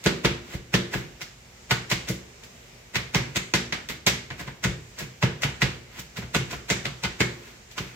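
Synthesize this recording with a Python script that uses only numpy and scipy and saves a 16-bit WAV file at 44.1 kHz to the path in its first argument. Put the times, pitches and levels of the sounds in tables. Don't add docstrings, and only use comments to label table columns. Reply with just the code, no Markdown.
import sys
import numpy as np
from scipy import signal
from scipy.io import wavfile

SR = 44100
rng = np.random.default_rng(int(sys.argv[2]) if len(sys.argv) > 2 else 0)


def linear_from_db(decibels):
    return 10 ** (np.asarray(decibels, float) / 20)


def file_out(sig):
    cols = np.atleast_2d(sig).T
    lim = np.clip(cols, -1, 1)
    pcm = np.round(lim * 32767).astype(np.int16)
    wavfile.write(sys.argv[1], SR, pcm)


N = 350595

# (time [s], relative level [dB], brightness about 2 kHz [dB/octave],
# pitch of board modes under the landing place [Hz], their level over the crack [dB])
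CRACKS = [(.040, -32, 6, 2000, 5), (.0608, -9, -1, 1620, 7), (0.2478, -9.5, -1.5, 1660, 14),
          (0.5408, -45, -8.5, 2000, 10), (0.7394, -10, -0.5, 2230, 9), (0.9225, -34, -3, 2000, 10),
          (0.9371, -22.5, -4.5, 1660, 34), (1.2074, -51, -5, 1960, 8), (1.2145, -26, 2, 2070, 15),
          (1.7085, -10, -0.5, 1470, 27), (1.9003, -27, 5.5, 2000, 5), (1.9142, -11.5, 0, 1940, 8),
          (2.0872, -29.5, 7.5, 2020, 5), (2.0964, -29, 4, 2000, 5), (2.4354, -39, 4, 2030, 14),
          (2.9458, -25.5, 0, 2020, 5), (2.9558, -14.5, -0.5, 1940, 21), (3.1466, -9.5, -1, 2220, 11),
          (3.3588, -14, 0.5, 2090, 21), (3.5376, -9, 0.5, 1470, 19), (3.5486, -19.5, -2.5, 2000, 12),
          (3.7238, -15, -1.5, 1900, 31), (3.8876, -25.5, 4, 2070, 4), (4.0651, -14, 4.5, 2040, 10),
          (4.0696, -9, 0, 2070, 13), (4.3031, -25.5, -3.5, 1960, 13), (4.4075, -34, -4.5, 2000, 8),
          (4.4765, -29, -5, 1690, 15), (4.6391, -17, 2, 2000, 5), (4.6464, -17, -3.5, 1480, 18),
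          (4.9873, -37, 9, 2000, 5), (5.226, -12, -2.5, 2000, 3), (5.4201, -26, 3, 1980, 8),
          (5.433, -13, -1, 2600, 23), (5.6184, -10, -1, 1950, 32), (5.9937, -37.5, 7.5, 2000, 5),
          (6.1684, -27.5, 1.5, 2040, 17), (6.2235, -31.5, -5, 2000, 10), (6.347, -10.5, -0.5, 2540, 17),
          (6.5103, -30.5, 3, 2000, 10), (6.5295, -26, -4.5, 1980, 10), (6.6937, -23, -2, 2030, 5),
          (6.7009, -10.5, 0, 2070, 13), (6.8532, -18.5, -1.5, 2040, 19), (7.0368, -18, 0, 1480, 19),
          (7.0479, -20.5, -3.5, 1980, 17), (7.2045, -11, -1, 2145, 30.5), (7.214, -26, -1, 2000, 10),
          (7.7135, -41.5, 5, 2000, 5), (7.779, -19.5, -0.5, 1535, 29)]
# (frequency [Hz], relative level [dB])
CRACK_COLOUR = [(300, 8), (500, 8), (900, 12.5), (1400, 16.5), (2000, 21.5), (2600, 18), (3300, 17.5),
                (4500, 13.5), (7000, 9.5), (8500, -10.5), (9500, -14), (11000, -2.5), (15000, -3.5),
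                (16500, -33)]
# (time of loudest crunch [s], 20 dB swell [s], 20 dB fade [s], relative level [dB])
LEAF_DRAGS = [(.54, 0.12, 0.033, -50.5), (0.934, 0.02, 0.1, -45.5), (2.084, 0.02, 0.0086, -43.5),
              (3.9, .01, .022, -40.5), (4.064, .004, .015, -37), (4.398, .027, 0.019, -46),
              (4.997, .029, 0.046, -45), (5.99, 0.11, 0.015, -53), (6.178, 0.015, .012, -44),
              (6.52, 0.057, 0.056, -52.5), (7.47, 0.23, 0.16, -61), (7.79, 0.042, 0.31, -56)]
# (frequency [Hz], relative level [dB])
LEAF_COLOUR = [(300, -2), (800, -7.5), (2000, 1.5), (4000, -7), (7500, -11.5), (9500, -29), (15000, -12.5),
               (16500, -34)]
# (frequency [Hz], relative level [dB], t60 before a 0.3 s cap [s])
BOARD_MODES = [(708.6, -24, 0.078), (906, -32, 0.17), (1018, -26, 0.066), (1470, -35, 0.21),
               (1654, -38, 0.14), (1820, -58, 0.24), (1895, -48, 0.44), (1984, -30, 0.055),
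               (2073, -29, 0.11), (2530, -38, 0.17), (2180, -36, 0.3), (2246, -43, 0.12),
               (2420, -41.5, 0.13), (2566, -41, 0.061), (3370, -29.5, 0.014)]
# (frequency [Hz], level [dB])
BALANCE = [(250, 10), (1000, -8.5), (8000, 6.5), (12000, -4)]
# (time [s], relative level [dB], modes above 158 Hz re main modes [dB])
KNOCKS = [(.056, -14, -4.5), (.244, -12.5, -9), (.542, -25.5, -12), (.737, -17, -4), (.948, -17.5, -15),
          (1.22, -43, -11), (1.71, -17.5, -12), (1.917, -22.5, -10), (2.094, -23, -6.5), (2.436, -47, -18),
          (2.96, -22.5, -13.5), (3.151, -13, -12.5), (3.36, -24.5, -10), (3.536, -20.5, -4.5),
          (3.72, -29.5, -9), (3.889, -26.5, -12.5), (4.064, -17, -10), (4.303, -31, -15), (4.408, -40, -5),
          (4.471, -33, -14), (4.645, -13, -15.5), (5.013, -24.5, -17), (5.23, -12.5, -11),
          (5.439, -18, -16), (5.623, -13, -15), (5.989, -35, -15), (6.178, -24.5, -14), (6.35, -12, -15),
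          (6.529, -34.5, -7.5), (6.706, -20, -8), (6.853, -24.5, -13), (7.037, -26.5, -8.5),
          (7.202, -17.5, -6), (7.796, -25, -13.5)]
# (frequency [Hz], relative level [dB], t60 [s])
SINK_MODES = [(67, 9.5, 0.55), (92.2, -1, 0.8), (123.3, -10.5, 0.37), (138.4, -5, 0.13),
              (156.7, -6.5, 0.028), (167.6, -6, 0.29), (187.1, 3, 0.28), (203.1, 0.5, 0.21),
              (239, -6.5, 0.55), (332.4, -4.5, 0.23), (350.7, -4, 0.56), (389.6, -0.5, 0.36),
              (424, 0, 0.088), (458, -12, 0.42), (542.5, -7.5, 0.42), (571.4, -12, 0.2)]
# (frequency [Hz], relative level [dB])
THUD_COLOUR = [(30, -28), (60, -43), (130, 3), (250, -9.5), (300, -1.5), (500, 1.5), (800, -39),
               (1500, -100)]
# (frequency [Hz], t60 [s])
KITCHEN_T60 = [(60, 0.3), (300, 0.69), (1000, 0.45), (3000, 0.41), (8000, 0.4), (16000, 0.18)]
# (frequency [Hz], correlation [-])
LIKENESS = [(60, 1), (200, 0.91), (500, 0.29), (1000, 0.011), (16000, 0.012)]
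# (frequency [Hz], relative level [dB])
HISS = [(25, -35), (45, 3), (64, -0.5), (90, -12.5), (130, -6.5), (250, -11.5), (300, -27.5), (400, -11),
        (800, -17.5), (1400, -19.5), (2100, -15.5), (4000, -22), (7500, -20.5), (9500, -40.5),
        (15000, -31.5), (16500, -78)]
# (frequency [Hz], relative level [dB])
HUM = [(60, -83), (120, -63.5), (240, -71), (360, -71)]
BAND_EDGES_HZ = 30 * 2 ** np.arange(0, 9.2, 1 / 3)

CHATTER_S, CHATTER_SAMPLES = 0.0065, 1500
LANDING_OCTAVES = 0.055
CUT_LEAD_S, CUT_SWELL_S, CUT_FADE_S = 0.0042, 0.013, 0.0081
CUT_DB, CUT_FOLLOWS = -33.5, 0.61
BARE_START_S, BARE_END_S = 3.45, 4.35
STEEL_LAG_S = 0.003
BOUNCE_S, BOUNCE_DB = 0.006597, 6.5
DEEP_DB, DEEP_FOLLOWS, TOP_LOSS_DB = -25, 0.77, 2.5
TAIL_DB, EARLY_DB, EARLY_T60_S = -24.5, -18.5, 0.1
HISS_DB = -49.5
LEFT_MINUS_RIGHT_DB, LEFT_LAG_SAMPLES = -0.8, 5


def at_hz(points, hz):
    table = np.array(points)
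    return np.interp(np.log(hz), np.log(table[:, 0]), table[:, 1])


def butter(x, hz, kind, order=2):
    return signal.sosfilt(signal.butter(order, hz, kind, fs=SR, output="sos"), x)


def grains(size, per_s, spread_db):
    chance, sign, height = rng.random((3, size))
    heights = linear_from_db(-spread_db * np.log(1 - 0.98 * height))
    return (chance < per_s / SR) * np.sign(sign - 0.5) * heights


def ring(clicks, hz, t60_s):
    r = linear_from_db(-60 / (max(t60_s, 0.01) * SR))
    w = 2 * np.pi * hz / SR
    return signal.lfilter([0, np.sin(w)], [1, -2 * r * np.cos(w), r * r], clicks + 1e-18)


def stereo_bands():
    white = rng.standard_normal((2, 2, N))
    for k, (low, high) in enumerate(zip(BAND_EDGES_HZ, BAND_EDGES_HZ[1:])):
        hz = np.sqrt(low * high)
        mid, side = butter(white[k % 2], [low, high], "band")
        alike = np.clip(at_hz(LIKENESS, hz), 0, 1)
        pair = np.sqrt(1 + alike) * mid + np.sqrt(1 - alike) * side * [[1], [-1]]
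        yield k, [low, high], hz, pair / np.sqrt(2)


def chatters():
    fall = linear_from_db(-20 * np.arange(CHATTER_SAMPLES) / SR / CHATTER_S)
    runs = np.array([fall * grains(CHATTER_SAMPLES, per_s=12000, spread_db=0.5) for row in CRACKS])
    runs[:, 0] = 2.7
    return runs / np.sqrt(np.sum(runs ** 2, axis=1, keepdims=True))


def leaves():
    t, swell = np.arange(N) / SR, np.zeros(N)
    cuts = [(s - CUT_LEAD_S, CUT_SWELL_S, CUT_FADE_S, CUT_DB + CUT_FOLLOWS * db)
            for s, db, *rest in CRACKS if not BARE_START_S < s < BARE_END_S]
    for s, rise_s, fade_s, db in LEAF_DRAGS + cuts:
        near = slice(max(int((s - 3 * rise_s) * SR), 0), int((s + 3 * fade_s) * SR))
        away = np.where(t[near] < s, (s - t[near]) / rise_s, (t[near] - s) / fade_s)
        swell[near] += linear_from_db(db - 20 * away)
    return swell * grains(N, per_s=18000, spread_db=4.0)


def edge(hz, runs, crunch):
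    out = np.zeros(N + CHATTER_SAMPLES)
    for (s, db, bright_db, *rest), run in zip(CRACKS, runs):
        level_db = db + bright_db * np.log2(hz / 2000) + at_hz(CRACK_COLOUR, hz) + rng.normal(0, 1.5)
        start = round(s * SR)
        out[start:start + CHATTER_SAMPLES] += linear_from_db(level_db) * run
    return out[:N] + linear_from_db(at_hz(LEAF_COLOUR, hz) + 11.0) * crunch


def direct_sound(k, clicks, edges_hz, hz):
    direct = (-1) ** k * butter(clicks, edges_hz, "band")
    left = linear_from_db(at_hz(BALANCE, hz)) * np.roll(direct, LEFT_LAG_SAMPLES)
    return np.array([left, direct])


def landings(hz):
    s, db, bright_db, pitch_hz, ring_db = np.transpose(CRACKS)
    clicks = np.zeros(N)
    nearness = np.exp(-(np.log2(hz / pitch_hz) / LANDING_OCTAVES) ** 2)
    clicks[(s * SR).astype(int)] = linear_from_db(db + ring_db) * nearness
    return clicks


def board(runs, crunch):
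    out = 0
    for hz, db, t60_s in BOARD_MODES:
        gain = linear_from_db(db - 8.0 + rng.normal(0, 1.5, (2, 1)))
        out = out + gain * ring(edge(hz, runs, crunch) + landings(hz), hz, min(t60_s, 0.3))
    return out


def chops():
    runs, crunch, lumps, out = chatters(), leaves(), early_lumps(), 0
    for k, edges_hz, hz, noise in stereo_bands():
        clicks = edge(hz, runs, crunch)
        out = out + direct_sound(k, clicks, edges_hz, hz) + tiles(clicks, hz, noise, lumps)
    return out + board(runs, crunch)


def knocks(hz):
    s, db, upper_db = np.transpose(KNOCKS)
    clicks = np.zeros(N)
    levels_db = [DEEP_DB + DEEP_FOLLOWS * db, db, db + upper_db, db + upper_db - TOP_LOSS_DB]
    mode_range = np.searchsorted([100, 158, 280], hz)
    clicks[((s + STEEL_LAG_S) * SR).astype(int)] = linear_from_db(levels_db[mode_range])
    return clicks


def sink_top():
    out = 0
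    for k, (hz, db, t60_s) in enumerate(SINK_MODES):
        clicks = knocks(hz)
        clicks[clicks > 0] *= linear_from_db(db - 10.0 + rng.normal(0, 2.4, len(KNOCKS)))
        clicks = clicks + linear_from_db(BOUNCE_DB) * np.roll(clicks, round(BOUNCE_S * SR))
        lean = (-1) ** k * 0.1 * (hz / 200) ** 0.92
        out = out + ring(clicks, hz, t60_s) * [[1 + lean], [1 - lean]]
    lagged = [np.roll(out[0], LEFT_LAG_SAMPLES), out[1]]
    return butter(butter(lagged, 820, "low"), 54.6, "high")


def dying(power, t60_s):
    return signal.lfilter([1], [1, -linear_from_db(-120 / (max(t60_s, 0.005) * SR))], power + 1e-18)


def early_lumps():
    flicker = butter(rng.standard_normal(N), 235, "low")
    return linear_from_db(4.45 * flicker / flicker.std())


def tiles(clicks, hz, noise, lumps):
    thuds = linear_from_db(at_hz(THUD_COLOUR, hz) + 34.5) * knocks(hz)
    power = dying(clicks ** 2 + thuds ** 2, 0.038) * linear_from_db(-42.0)
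    late = linear_from_db(2 * TAIL_DB) * dying(power, at_hz(KITCHEN_T60, hz))
    early = lumps * linear_from_db(2 * EARLY_DB) * dying(power, EARLY_T60_S)
    return np.sqrt(late + early) * noise


def drift(rate_hz):
    points = rng.standard_normal(int(N / SR * rate_hz) + 2)
    return np.interp(np.arange(N) / SR * rate_hz, np.arange(len(points)), points)


def room_hiss():
    together, hiss = drift(3), 0
    for k, edges_hz, hz, noise in stereo_bands():
        hiss = hiss + linear_from_db(at_hz(HISS, hz) + 1.2 * together + 1.2 * drift(8)) * noise
    return linear_from_db(HISS_DB) * hiss / hiss.std()


def mains_hum():
    t = np.arange(N) / SR
    return sum(linear_from_db(db + 5.0) * np.sin(2 * np.pi * hz * t) for hz, db in HUM)


def background():
    return room_hiss() + mains_hum()


def scene():
    sides_db = np.array([[LEFT_MINUS_RIGHT_DB / 2], [-LEFT_MINUS_RIGHT_DB / 2]])
    return (chops() + sink_top() + background()) * linear_from_db(sides_db)


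def low_pass(x):
    return signal.sosfilt(signal.butter(12, 16990, fs=SR, output="sos"), x)


def record(dry):
    no_rumble = butter(dry, 51.3, "high", order=4)
    mix = butter(no_rumble, 15900, "low", order=12)
    return low_pass(mix)


dry = scene()
out = record(dry)
file_out(out)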